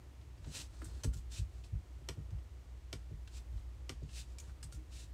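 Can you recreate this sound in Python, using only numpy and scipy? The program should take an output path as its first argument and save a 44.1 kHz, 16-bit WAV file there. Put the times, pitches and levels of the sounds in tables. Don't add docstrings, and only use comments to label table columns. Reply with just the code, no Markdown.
import sys
import numpy as np
from scipy import signal
from scipy.fft import rfft, irfft
from scipy.io import wavfile
from scipy.ndimage import uniform_filter1d

SR = 44100
rng = np.random.default_rng(int(sys.argv[2]) if len(sys.argv) > 2 else 0)


def inscribe(sig):
    pcm = np.round(np.clip(np.atleast_2d(sig).T, -1, 1) * 32767)
    wavfile.write(sys.argv[1], SR, pcm.astype(np.int16))


def decibels_to_gain(level_db):
    exponent = np.asarray(level_db, float) / 20
    return 10 ** exponent


N = 226363
TIME = np.arange(N) / SR


def unit(x):
    return x / np.sqrt(np.mean(x ** 2))


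def colour(x, points):
    hz, db = np.transpose(points)
    bins = np.maximum(np.arange(len(x) // 2 + 1) * SR / len(x), 1)
    gain = decibels_to_gain(np.interp(np.log(bins), np.log(hz), db))
    return irfft(rfft(x) * gain, len(x))


def hiss(points):
    return unit(colour(rng.standard_normal(N), points))


def walk(rate):
    hold = int(SR / rate)
    steps = np.repeat(rng.standard_normal(N // hold + 1), hold)
    slewed = uniform_filter1d(uniform_filter1d(steps, hold), hold)
    return 1.3 * slewed[:N]


def fall(t60, t):
    return np.exp(-np.log(1000) * t / t60)


def ring(hz, t60, t):
    return np.sin(2 * np.pi * hz * t) * fall(t60, np.maximum(t, 0)) * (t > 0)


def add(out, s, x):
    i = int(s * SR)
    out[i:i + len(x)] += x[:N - i]


def trackpad():
    # snap in seconds, peak level in dB.
    snaps = [
        (2.0878, -32.5),
        (2.929, -34),
        (3.894, -34),
    ]
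    # frequency in Hz, level in dB, t60 in seconds.
    plate = [(1010, -13, 0.058), (1110, -11, 0.063), (440.6, 0, 0.036), (2010, -1, 0.021),
             (2300, -8, 0.048), (3150, 8, 0.011), (3474, 0, 0.023), (4260, -3, 0.022), (5050, -3, 0.021),
             (5600, 5.5, 0.0092), (6680, -4, 0.009), (7440, -17, 0.0034), (8440, -6, 0.012),
             (11640, -4, 0.0036)]
    crack_colour = [(500, 2), (1500, 7.0), (3000, 3), (8500, 3.5), (11000, -13), (16000, -30)]
    out, t = np.zeros(N), TIME[:SR // 8]
    first_crack = np.exp(-t / 0.0032)
    bounce = 0.75 * np.exp(-np.abs(t - .009) / 0.0011)
    loose_tail = 0.21 * np.exp(-t / 0.028)
    shake = first_crack + bounce + loose_tail
    for s, db in snaps:
        modes = np.zeros(len(t))
        for hz, mode_db, t60 in plate:
            level_chance, pitch_chance = rng.standard_normal(2)
            late = 2.638 / hz
            pitch = hz * (1 + 0.0041 * pitch_chance)
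            modes += decibels_to_gain(mode_db + 0.35 * level_chance) * ring(pitch, t60, t - late)
        crack = shake * unit(colour(rng.standard_normal(len(t)), crack_colour))
        add(out, s - .0004, decibels_to_gain(db + 1.5) * (modes / np.abs(modes).max() + decibels_to_gain(-13.5) * crack))
    return out


def keys():
    # time in seconds, peak level in dB, keycap ring in Hz, knock in dB.
    presses = [
        (1.0357, -36.5, 6100, -14.5),
        (1.0437, -37.5, 7760, -12),
        (4.3848, -44, 6670, -27),
        (4.3994, -44.5, 6500, -33),
        (4.629, -43.5, 8300, -19),
        (4.6382, -43.5, 8250, -35),
    ]
    # time in seconds, peak level in dB, keycap ring in Hz, knock in dB.
    releases = [
        (0.843, -47.5, 8100, -57),
        (0.8522, -61.5, 8000, -1.5),
        (1.129, -60, 7510, -5),
        (1.1348, -49, 7150, -19),
        (1.1688, -52.5, 6620, -19),
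        (1.185, -66, 7870, -21),
        (4.7154, -63, 9200, -17),
        (4.7232, -51, 8300, -14),
        (4.7463, -57, 7200, -22),
    ]
    # time in seconds, peak level in dB, case ring in Hz, knock in dB.
    touches = [(0.2128, -54, 3180, -25), (0.377, -56, 4500, -18), (0.4438, -45, 3100, -20),
               (0.818, -46, 2640, -5.5), (1.638, -45, 2620, -30), (2.306, -54.5, 6000, -13),
               (2.3844, -55, 2730, -22), (3.275, -41, 3140, -17.5), (3.5764, -54, 4010, -20),
               (4.0307, -52, 6300, -25), (4.0914, -47, 2680, -20), (4.4944, -63.5, 4000, -2)]
    down = ticks(presses, ring_db=7.5, bright_db=-5, top_db=-10.5, rise=.0015, rattle=0.0077)
    up = ticks(releases, ring_db=5.5, bright_db=-4.5, top_db=-7.5, rise=0.0023, rattle=0.017)
    taps = ticks(touches, ring_db=4, bright_db=-15.5, top_db=-28, rise=.003, rattle=0.0051)
    return down + up + taps


def ticks(table, ring_db, bright_db, top_db, rise, rattle):
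    out, t = np.zeros(N), TIME[:SR // 8]
    for s, db, hz, knock_db in table:
        noise = rng.standard_normal((3, len(t)))
        grit = noise[0] * decibels_to_gain(2.0 * unit(uniform_filter1d(noise[1], size=40)))
        shake = grit * np.exp(-t / max(rattle, .001)) * np.minimum(t / rise, 1)
        low = [(1200, -30), (2600, 0.23 * knock_db)]
        peak = [(0.98 * hz, 0), (hz, ring_db), (1.12 * hz, 0)]
        high = [(9300, bright_db), (10800, top_db), (16000, top_db - 11)]
        body = colour(shake, sorted(low + peak + high))
        thud = noise[2] * np.exp(-t / 0.0045) * np.minimum(t / 0.0032, 1)
        knock = colour(thud, [(400, -13), (750, -2), (1500, 1.5), (2400, -7), (3300, -25)])
        add(out, s - .001, decibels_to_gain(db) * (body + decibels_to_gain(knock_db + 18.0) * knock))
    return out


def pings():
    # start in seconds, level in dB, frequency in Hz, t60 in seconds.
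    lone_modes = [(0.825, -49, 328, 0.18), (1.054, -56, 253, 0.67), (1.135, -60, 1407, .06),
                  (4.386, -54.5, 2380, 0.031), (4.388, -55, 5600, .04), (4.628, -54.5, 1660, 0.029),
                  (4.632, -46.5, 5050, 0.015), (4.639, -57, 8770, 0.035), (4.724, -58.5, 1410, 0.051),
                  (4.776, -54, 317, 0.19), (4.929, -58.5, 301, 0.14)]
    out, t = np.zeros(N), TIME[:SR // 3]
    for s, db, hz, t60 in lone_modes:
        soft_start = np.minimum(t * hz / 2, 1)
        add(out, s, decibels_to_gain(db) * ring(hz, t60, t) * soft_start)
    return out


def skin():
    # full speed from in seconds, held in seconds, level in dB, speed-up in seconds, dull part in dB.
    slides = [(.44, .05, -74.5, 0.11, 5.5), (.545, 0.07, -49, 0.082, -11.5), (.74, .28, -69.5, 0.18, 1),
              (1.32, 0.076, -54, 0.027, -16.5), (1.52, .09, -75.5, 0.053, -6),
              (1.645, 0.0042, -62.5, 0.014, -6), (3.347, 0.036, -61, 0.077, -15),
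              (3.53, 0.084, -78, 0.038, -3), (4.164, 0.046, -52.5, 0.11, -19),
              (4.28, 0.054, -74, 0.027, -22), (4.42, 0.093, -72.5, .04, 0), (4.93, 0.11, -60, 0.044, -15)]
    # frequency in Hz, level in dB per Hz.
    skin_colour = [(1060, -17), (1800, -7.5), (2230, -8.5), (2550, -0.5), (3300, -3), (3660, 0.5),
                   (6450, -2.5), (7000, -1.5), (8290, -3), (10500, -14.5), (13600, -41), (22000, -120)]
    slow_down_s, swell_db = 0.052, 26.5
    arch_db = 2
    bright, dull = np.zeros((2, N))
    for s, held, db, speed_up, dull_db in slides:
        before = np.maximum((s - TIME) / speed_up, 0)
        after = np.maximum((TIME - s - held) / slow_down_s, 0)
        lost = np.minimum(before + after, 4)
        off_middle = np.minimum(np.abs(2 * (TIME - s) / held - 1), 1)
        drag = decibels_to_gain(db - swell_db * lost - arch_db * off_middle ** 2)
        bright += drag
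        dull += decibels_to_gain(dull_db) * drag
    flutter = decibels_to_gain(.4 * walk(40))
    grain = flutter * decibels_to_gain(1.23 * walk(120) + 0.77 * walk(900))
    airy = decibels_to_gain(-16) * hiss([(8500, -49), (10000, -2), (14000, -9), (16000, -11)])
    bright_hiss = hiss(skin_colour) + airy
    dull_hiss = hiss([(250, 7.5), (600, 4), (2000, -3.0), (2600, -55)])
    return grain * (bright * bright_hiss + dull * dull_hiss)


def squeak():
    # start in seconds, held in seconds, pitch in Hz, level in dB.
    squeaks = [
        (.74, .3, 4300, -78),
        (.78, .12, 8450, -75),
        (3.95, .34, 4620, -84),
    ]
    # (share of the pitch, dB)
    shape = np.array([(.9, -40), (.975, -10), (1, 0), (1.025, -10), (1.1, -40)])
    out = np.zeros(N)
    for s, length, hz, db in squeaks:
        fade = np.clip(np.minimum(TIME - s, s + length - TIME) / .03, 0, 1)
        out += decibels_to_gain(db) * fade * hiss(shape * [hz, 1])
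    patchy = decibels_to_gain(1.2 * walk(74))
    return patchy * out


def desk():
    # push in seconds, peak level in dB, legs in dB, case in dB.
    blows = [(0.395, -53, 9.5, -10), (0.467, -43.5, -21, -4), (0.555, -50.5, -8, -21),
             (0.819, -65.5, 7, 17.5), (0.857, -47, 2, -16), (0.963, -62, 3, 6), (1.037, -43, 1, -32),
             (1.046, -35, 9, -4.5), (1.15, -43, 5.5, -14), (1.387, -33, 1.5, -36), (1.563, -52, -16, -36),
             (1.725, -34, 0.5, -28), (1.96, -51, -17, -18), (2.014, -63, -13, 7.5),
             (2.087, -46.5, -26, -0.5), (2.174, -40.5, -31, -8.5), (2.319, -36, -3, -33),
             (2.928, -46.5, 4, -1.2), (3.11, -42.5, 5.5, -8), (3.528, -41, 7.5, -49),
             (3.893, -51.5, 10, 6.5), (4.022, -42, -12, -4), (4.469, -51.5, -4, -11),
             (4.639, -46, 4.5, -14), (4.731, -47, 5, -16), (4.789, -57.5, 2.2, -8), (4.944, -55, 3, -12),
             (5.033, -50, -16, -37)]
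    # frequency in Hz, level in dB, swell in seconds, arrival in seconds.
    top_modes = [(88, -12, .03, .008), (94, 0, .008, .0135), (105, -3, .015, .002)]
    # frequency in Hz, level in dB, swell in seconds, arrival in seconds.
    leg_modes = [(56, 0, .0105, .0285)]
    # frequency in Hz, level in dB, swell in seconds, arrival in seconds.
    lid_modes = [(145.5, 5.5, 0.014, 0.00686), (192.2, -9, 0.018, 0.00707)]
    # frequency in Hz, level in dB, swell in seconds, arrival in seconds.
    case_modes = [(249.1, -1, 0.014, 0.006), (273.5, -12, 0.0027, 0.00442), (307.5, -1, 0.0076, 0.005),
                  (380, -2.5, 0.005, 0.00366), (444, -6, 0.011, 0.00259), (572, -3.5, 0.0027, 0.0018)]
    wood, metal = np.zeros((2, N))
    t = TIME[:SR // 2]

    def swings(modes):
        return np.array([decibels_to_gain(db) * swing(hz, swell, t - lag) for hz, db, swell, lag in modes])

    top, legs, lid = swings(top_modes).sum(0), swings(leg_modes).sum(0), swings(lid_modes).sum(0)
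    case = swings(case_modes)
    for s, db, legs_db, case_db in blows:
        lid_db = -6 + 0.29 * case_db
        add(wood, s - .006, decibels_to_gain(db) * (top + decibels_to_gain(legs_db) * legs + decibels_to_gain(lid_db) * lid))
        favour_db = 2.0 * rng.standard_normal(len(case))
        add(metal, s - .006, decibels_to_gain(db + case_db - 9.0 + favour_db) @ case)
    return wood, metal


def swing(hz, swell, t):
    u = np.maximum(t, 0) / swell
    return u * np.exp(1 - u) * np.sin(2 * np.pi * hz * swell * u)


def hum():
    # time in seconds, level in dB.
    motor_load = [(0, -64), (.5, -58), (.85, -51), (1.3, -47.5), (1.8, -53.5), (2.15, -50), (2.5, -54.5),
                  (2.85, -52), (3.2, -53), (3.5, -46), (3.9, -50), (4.2, -48.5), (4.5, -59), (4.8, -52.5),
                  (5.13, -48)]
    # frequency in Hz, level in dB per Hz.
    rumble_colour = [(20, -43), (30, -19.5), (40, 19), (50, 5.5), (62, 7.5), (75, -35.5)]
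    motor_hz, other_hz, mains_hz = 58.85, 65.1, 120
    beat_lag_s = 0.00038
    s, db = np.transpose(motor_load)
    slow = decibels_to_gain(np.interp(TIME, s, db)) * np.cos(2 * np.pi * motor_hz * TIME)
    other = decibels_to_gain(-54 + 0.94 * walk(2.2)) * np.cos(2 * np.pi * other_hz * (TIME - beat_lag_s))
    mains = decibels_to_gain(-70 + 1.5 * walk(4)) * np.cos(2 * np.pi * mains_hz * TIME)
    rumble = decibels_to_gain(-60 + 0.87 * walk(3.0)) * hiss(rumble_colour)
    return np.sqrt(2) * (slow + other + mains) + rumble


def air():
    # frequency in Hz, level in dB per Hz.
    low_colour = [(41, -31), (70, -5), (79, -15.5), (92, -10), (128, -21), (140, -27.5), (167, -26),
                  (193, -32), (326, -27.5), (416, -33.5), (1320, -41.5), (1500, -45.5), (1950, -85),
                  (3300, -120)]
    # frequency in Hz, level in dB per Hz.
    high_colour = [(880, -24), (1500, -2.5), (1860, 0), (5280, -7.5), (6820, -7.5), (7370, -9.5),
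                   (8060, -8.5), (13000, -29.5), (14900, -36), (15350, -55)]
    low = decibels_to_gain(-57 + .7 * walk(9)) * hiss(low_colour)
    return low + decibels_to_gain(-73) * hiss(high_colour)


def room_echo():
    t60_s, tail_db = 0.13, -6
    t = TIME[:SR // 3]
    noise = rng.standard_normal(len(t))
    lasting = colour(noise, [(8000, 2.3), (11000, 7.9)])
    treble = (noise - lasting) * np.exp(-t / 0.021)
    tail = (lasting + treble) * fall(t60_s, t) * np.minimum(t / 0.0042, 1)
    return np.r_[1, decibels_to_gain(tail_db) * tail / np.sqrt(np.sum(tail ** 2))]


def scene():
    # frequency in Hz, level in dB.
    port = [(7000, 0.5), (8400, 1.5), (9500, 0)]
    wood, case = desk()
    close = trackpad() + keys() + pings() + case + skin() + squeak()
    wet = signal.fftconvolve(close, room_echo())[:N]
    return (colour(wet, port) + wood + hum() + air())[None]


def roll_off(x):
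    return signal.sosfilt(signal.butter(12, 15870, fs=SR, output="sos"), x)


def record(dry):
    low_cut = signal.butter(4, 40, "high", fs=SR, output="sos")
    top_cut = signal.butter(8, 15300, fs=SR, output="sos")
    heard = signal.sosfilt(np.vstack([low_cut, top_cut]), dry)
    return roll_off(heard)


dry = scene()
out = record(dry)
inscribe(out)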